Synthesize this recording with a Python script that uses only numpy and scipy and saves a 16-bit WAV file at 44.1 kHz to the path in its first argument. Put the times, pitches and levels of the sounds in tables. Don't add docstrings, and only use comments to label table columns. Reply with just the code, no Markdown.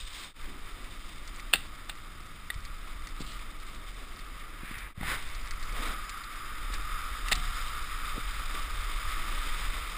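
import sys
import numpy as np
from scipy import signal
from scipy.io import wavfile
from scipy.ndimage import uniform_filter1d

SR = 44100
rng = np.random.default_rng(int(sys.argv[2]) if len(sys.argv) > 2 else 0)


def master_out(mix):
    frames = np.transpose(np.atleast_2d(mix))
    ceiling = np.clip(frames, -1, 1)
    pcm = np.round(ceiling * 32767).astype(np.int16)
    wavfile.write(sys.argv[1], SR, pcm)


N = 439677
T = np.arange(N) / SR


def amp(db):
    return 10 ** (np.asarray(db) / 20)


def unit(x):
    return x / np.sqrt(np.mean(x ** 2) + 1e-20)


def curves(*tables):
    times, *columns = np.transpose(np.vstack(tables))
    return [np.interp(T, times, column) for column in columns]


def add(mix, start_s, sound):
    part = mix[round(start_s * SR):][:len(sound)]
    part += sound[:len(part)]


def colour(x, spectrum, resonances=(), size=16384):
    hz = abs(np.fft.fftfreq(size, 1 / SR))
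    points_hz, level_db = np.transpose(spectrum)
    db = np.interp(np.log(hz + 1), np.log(points_hz + 1), level_db)
    for centre_hz, width_hz, lift_db in resonances:
        db = db + lift_db / (1 + (2 * (hz - centre_hz) / width_hz) ** 2)
    log_response = np.conj(signal.hilbert(np.log(amp(db))))
    response = np.fft.ifft(np.exp(log_response)).real
    return signal.oaconvolve(x, response[:size // 2])[:len(x)]


def wander(per_s):
    draws = rng.standard_normal(N // 8)
    return unit(np.interp(T * per_s, np.arange(N // 8), draws))


def swell(peak_s, length_s):
    squareness = 2.44
    distance = np.minimum(abs((T - peak_s) / length_s), 5)
    return np.exp(-distance ** squareness)


def crunch(grains_per_s, spread_db, share):
    sizes = amp(spread_db * np.minimum(rng.exponential(1, N), 4))
    breaks = rng.random(N) < grains_per_s / SR
    grains = sizes * rng.choice([-1, 1], N) * breaks
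    hiss = rng.standard_normal(N)
    return np.sqrt(share) * unit(grains) + np.sqrt(1 - share) * hiss


# (frequency [Hz], relative level [dB per Hz])
WIND = [(2, -29), (9, -1), (23, 0.5), (38, -3), (52, -12.5), (70, -19.5), (110, -32), (200, -49),
        (600, -83)]
# (time [s], level before the gain [dB])
GUSTS = [(0, -39.5), (0.22, -52), (0.47, -37), (0.7, -44), (1.4, -42.5), (2.4, -47.5), (2.62, -41),
         (3.1, -40), (4.2, -44), (4.85, -44.5), (5.15, -38), (5.85, -34.5), (6.2, -48), (6.75, -34),
         (7.15, -39), (7.38, -32.5), (7.75, -37.5), (9.68, -32.5), (9.9, -41.5)]


def wind():
    gain_db = 2
    (wind_db,) = curves(GUSTS)
    eddies = unit(colour(rng.standard_normal(N), WIND))
    eddies /= np.sqrt(uniform_filter1d(eddies ** 2, size=6000) + 0.024)
    return eddies * amp(wind_db + gain_db)


# (frequency [Hz], relative level [dB per Hz])
EDDIES = [(30, -27), (70, 0.5), (105, -1), (160, -4), (250, -13), (600, -47)]
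# (middle [s], time to 1/e either side [s], level [dB])
SLIDES = [(2.25, 0.38, -56.5), (7.43, 0.11, -55)]


def flutter():
    mean_db, follows = -59.5, 0.25
    shake_db, shake_s = -21, 0.12
    (wind_db,) = curves(GUSTS)
    flutter_db = mean_db + follows * (wind_db - wind_db.mean()) + 1.3 * wander(per_s=14)
    shake = np.zeros(N)
    for bump_s, db, _ in BUMPS:
        shake += amp(db + shake_db) * (T > bump_s) * np.exp(-abs(T - bump_s) / shake_s)
    for middle_s, length_s, db in SLIDES:
        shake += amp(db) * swell(middle_s, length_s)
    return unit(colour(rng.standard_normal(N), EDDIES)) * np.hypot(amp(flutter_db), shake)


# (frequency [Hz], relative level [dB per Hz])
RUMBLE = [(50, -37), (130, -8), (210, -1.5), (310, 0.5), (450, -7.5), (700, -8.5), (900, -10.5),
          (1300, -18), (3000, -43)]
# (time [s], level [dB])
ROUGH = [(0, -63.5), (0.8, -56.5), (1.15, -58), (2.4, -61), (3.7, -56), (4.5, -58), (6.3, -59),
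         (7.7, -59.5), (9.97, -55.5)]


def rumble():
    (rumble_db,) = curves(ROUGH)
    rumble_db = rumble_db + 0.8 * wander(per_s=40) + 1.0 * wander(per_s=12)
    for bite_s, length_s, *_, rise_db in BITES:
        rumble_db += rise_db * swell(bite_s, length_s)
    return unit(colour(rng.standard_normal(N), RUMBLE)) * amp(rumble_db)


# (frequency [Hz], relative level [dB per Hz])
TICK = [(300, -42), (1200, -16), (2000, 11.5), (3000, -3), (4500, 5.5), (6000, -4.5), (7500, -1),
        (10000, -7), (12000, -32), (14500, -11), (16000, -20)]
# (time [s], level before colouring and gain [dB])
TICKS = [(1.2755, -30), (1.3608, -33.5), (1.3962, -30), (1.8904, -36), (2.5396, -33.5), (2.6514, -32),
         (3.0709, -31), (4.1909, -33), (4.7815, -32), (5.3487, -32), (5.4735, -32), (5.5094, -25.5),
         (5.6261, -29.5), (5.7234, -33), (5.8311, -27), (6.0931, -26), (6.2372, -30), (6.356, -33),
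         (6.7391, -26), (7.2833, -24), (7.3208, -9.5), (7.3532, -21)]
# (start [s], end [s], rate [ticks per s])
CRACKLE = [(1.3, 4.3, 5), (5.1, 6.4, 18)]


def ticks(level_db=12.0, repeat_db=-4, decay_s=.0003, gap_s=.004, count=3):
    out, t = np.zeros(N), T[:256]
    per_s = sum(rate * (T > start) * (T < end) for start, end, rate in CRACKLE)
    crackles = rng.random(N) < per_s / SR
    crackle_db = rng.uniform(-40.3, -37.0, N)
    for tick_s, db in [*TICKS, *zip(T[crackles], crackle_db[crackles])]:
        for k in range(count):
            click = rng.choice([-1., 1.], len(t)) * t * np.exp(-t / decay_s)
            click /= np.linalg.norm(click)
            add(out, tick_s + gap_s * (k + .5 * rng.random()), amp(db + k * repeat_db) * click)
    return amp(level_db) * colour(out, TICK, size=2048)


# (time [s], peak [dB], pulse width [s])
BUMPS = [(1.548, -33, 0.0006), (2.56, -35, 0.0024), (3.2062, -30.5, 0.00084), (4.634, -35.5, 0.001),
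         (4.713, -35, 0.001), (4.979, -29.5, 0.0015), (5.012, -33, 0.001), (5.032, -31.5, 0.0011),
         (6.703, -39, 0.00064), (7.32, -26, 0.00025), (8.181, -33, 0.00089), (8.548, -38, 0.0005)]


def bumps():
    out = np.zeros(N)
    for bump_s, db, width_s in BUMPS:
        u = T[:2048] / width_s - 3
        pulse = -u * np.exp((1 - u ** 2) / 2)
        add(out, bump_s - 2 * width_s, amp(db) * pulse)
    return out


# (frequency [Hz], level at the strike [dB], 60 dB decay time [s])
RAIL = [(727, -49.5, 1.0), (2060, -46, .4), (3050, -47, .35), (3910, -43, 0.5)]


def rail():
    out, t = np.zeros(N), T[:SR]
    ring = sum(amp(db - 60 * t / t60) * np.sin(2 * np.pi * hz * t) for hz, db, t60 in RAIL)
    add(out, 7.32, ring)
    return out


# (time [s], level before the scaling by length [dB], length of the contact [s],
# power share of squeaky ring [0-1], brightness tilt [dB per octave])
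KNOCKS = [(1.5315, -29, 0.0088, 0.04, 0), (1.536, -11.5, 0.0035, 0.08, 0), (1.5413, -31, 0.011, 0, -1.5),
          (1.5572, -27, 0.0034, 0, -1), (1.8956, -29.5, 0.0019, 0.03, 1.5), (1.8972, -38, 0.0085, 0, 1),
          (2.5023, -28.5, 0.0052, 0.9, 0), (3.071, -47, 0.0076, 0.7, 0), (5.0107, -35.5, 0.0033, 0.3, -9),
          (5.0307, -32, 0.0041, 0, -9), (7.284, -30.5, 0.003, 0.3, 4), (7.3153, -28, 0.0066, 0.3, 3),
          (7.318, -26, 0.0045, 0.2, -2.5), (7.322, -24.5, 0.0038, 0.08, -3), (7.3292, -20, 0.0033, 0.18, 8)]
# (frequency [Hz], relative level [dB per Hz])
KNOCK = [(60, -33.5), (400, -26), (680, -13.5), (1100, -15.5), (1500, -5.5), (2300, -9), (2800, -2),
         (3200, -4), (3700, -1), (4400, -11), (5200, -17), (6000, -26)]
# (frequency [Hz], width [Hz], lift [dB])
KNOCK_RINGS = [(810, 69, 7.5), (1570, 200, 2), (1950, 180, 8), (2720, 210, 6), (3140, 120, 1),
               (3620, 160, 4), (4380, 120, 4), (4640, 180, 7)]
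# (frequency [Hz], relative level [dB])
SQUEAK = [(1930, 0), (3630, -9.5), (4250, -19)]


def knocks():
    out, t = np.zeros(N), T[:6000]
    tones = sum(amp(db) * np.sin(2 * np.pi * hz * t) for hz, db in SQUEAK)
    binding_rattle = amp(-25) * np.exp(-t / 0.043)
    tail = .05 * np.exp(-t / 0.0085) + binding_rattle
    for knock_s, db, length_s, squeak_share, bright_db in KNOCKS:
        contact = np.exp(-(t / length_s) ** 2) + tail
        spectrum = [(hz, level + bright_db * np.log2(hz)) for hz, level in KNOCK]
        hits = rng.choice([-1., 1.], len(t)) * contact
        rattle = unit(colour(hits, spectrum, KNOCK_RINGS, size=2048))
        squeak = unit(tones * contact)
        sound = np.sqrt(1 - squeak_share) * rattle + np.sqrt(squeak_share) * squeak
        add(out, knock_s, amp(db) * np.sqrt(length_s / t[-1]) * sound)
    return out


# (deepest bite [s], time to 1/e either side [s], crunch level [dB],
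# crunch centre [Hz], rise of scrape and spray [dB], rise of rumble [dB])
BITES = [(0.2, 0.063, -53, 3700, 6.5, 5), (0.51, 0.077, -57, 280, 0.5, 6),
         (3.212, 0.016, -46.5, 3700, -1, 8.5), (3.308, 0.058, -48, 3500, -2, -1),
         (4.755, 0.14, -46, 1850, 3.5, -1.5), (5.11, 0.068, -37.5, 1650, 13, 11),
         (5.848, 0.12, -54, 567, 9.5, 13), (6.744, 0.018, -46, 1900, 5, 1),
         (8.174, 0.025, -48, 450, 0.5, 8), (8.56, .06, -59, 600, 1, 5)]


def bites():
    out = np.zeros(N)
    grit = crunch(grains_per_s=1000, spread_db=6, share=0.41)
    for bite_s, length_s, db, hz, *_ in BITES:
        b, a = signal.butter(2, [hz / 1.3, hz * 1.3], "band", fs=SR)
        band = unit(signal.lfilter(b, a, grit))
        out += band * amp(db) * swell(bite_s, length_s)
    return out


# (time [s], drone of the base [dB], scrape of the edge [dB], fine spray [dB])
RIDE = [
    [(0.0, -60, -54.5, -46), (0.092, -62, -52.5, -48.5), (0.27, -63, -54, -52.5)],
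    [(0.41, -58, -54, -56), (0.67, -56.5, -54.5, -56.5), (1.16, -58, -54, -53.5), (1.39, -55, -54, -56),
     (2.24, -56.5, -57, -58.5), (2.82, -54, -54.5, -57.5), (4.08, -56.5, -54.5, -55.5),
     (4.65, -54, -52.5, -58.5), (4.88, -56.5, -54.5, -61)],
    [(5.22, -57, -46.5, -50.5), (5.44, -52, -50.5, -56), (5.97, -44.5, -51.5, -55), (6.11, -46.5, -53, -57),
     (7.6, -42.5, -47, -47), (7.98, -43.5, -48, -49.5), (9.44, -45, -44.5, -46.5),
     (9.97, -46.5, -45, -48.5)],
]
# (frequency [Hz], relative level [dB per Hz])
DRONE = [(300, -29), (800, -28.5), (1000, -25), (1130, -4.5), (1245, 0), (1370, -5), (1550, -12.5),
         (2200, -15), (2800, -24.5), (3700, -23), (4400, -32), (5000, -19.5), (5500, -32.5), (6000, -47)]
SCRAPE = [(150, -44), (450, -9), (800, -9.5), (1100, 1.5), (1600, -2.5), (2200, 2.5), (2600, -5),
          (3100, -10.5), (4000, -14.5), (6000, -29.5)]
SPRAY = [(1500, -34.5), (2600, -6), (3200, -3), (3800, -2), (4400, -9.5), (5000, -6.5), (5500, -9),
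         (6000, -16)]
# (frequency [Hz], width [Hz], lift [dB])
CASE = [(1180, 170, 0.5), (1960, 210, 1), (2530, 99, 2), (2740, 82, 1), (3110, 130, 3.5), (3610, 240, 6.5),
        (4800, 110, 4.5), (4970, 200, 3.5)]


def board():
    drone_gain_db, scrape_gain_db, spray_gain_db = 2.5, 1.5, 1.3
    drone_db, scrape_db, spray_db = curves(*RIDE)
    pressure_db = 1.3 * wander(per_s=65) + 0.41 * wander(per_s=11)
    for bite_s, length_s, _, _, rise_db, _ in BITES:
        pressure_db += rise_db * swell(bite_s, length_s)
    drone = unit(colour(rng.standard_normal(N), DRONE, CASE))
    drone *= amp(drone_db + drone_gain_db + 1.17 * wander(per_s=22))
    scrape = unit(colour(crunch(grains_per_s=2500, spread_db=3.5, share=0.28), SCRAPE, CASE))
    scrape *= amp(scrape_db + scrape_gain_db + pressure_db)
    spray = unit(colour(crunch(grains_per_s=1800, spread_db=2.5, share=0.58), SPRAY, CASE))
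    spray *= amp(spray_db + spray_gain_db + pressure_db)
    return drone + scrape + spray


FADES = [0.335, 4.941]


def scene():
    fade = np.ones(N)
    for dip_s in FADES:
        fade *= np.minimum(abs(T - dip_s) / .07 + .05, 1)
    background = wind() + flutter() + rumble()
    events = bumps() + rail() + knocks() + bites()
    return ((background + events + board()) * fade)[None]


def record(dry):
    hold_hz, edge_hz = 12000, 15400
    slow = signal.resample_poly(dry[0], hold_hz, SR, window=("kaiser", 3))
    held = signal.resample_poly(np.repeat(slow, 4), SR, 4 * hold_hz)[:N]
    low_pass = signal.firwin(511, edge_hz, window=("kaiser", 9), fs=SR)
    return signal.oaconvolve(held + ticks(), low_pass, "same")[None]


dry = scene()
out = record(dry)
master_out(out)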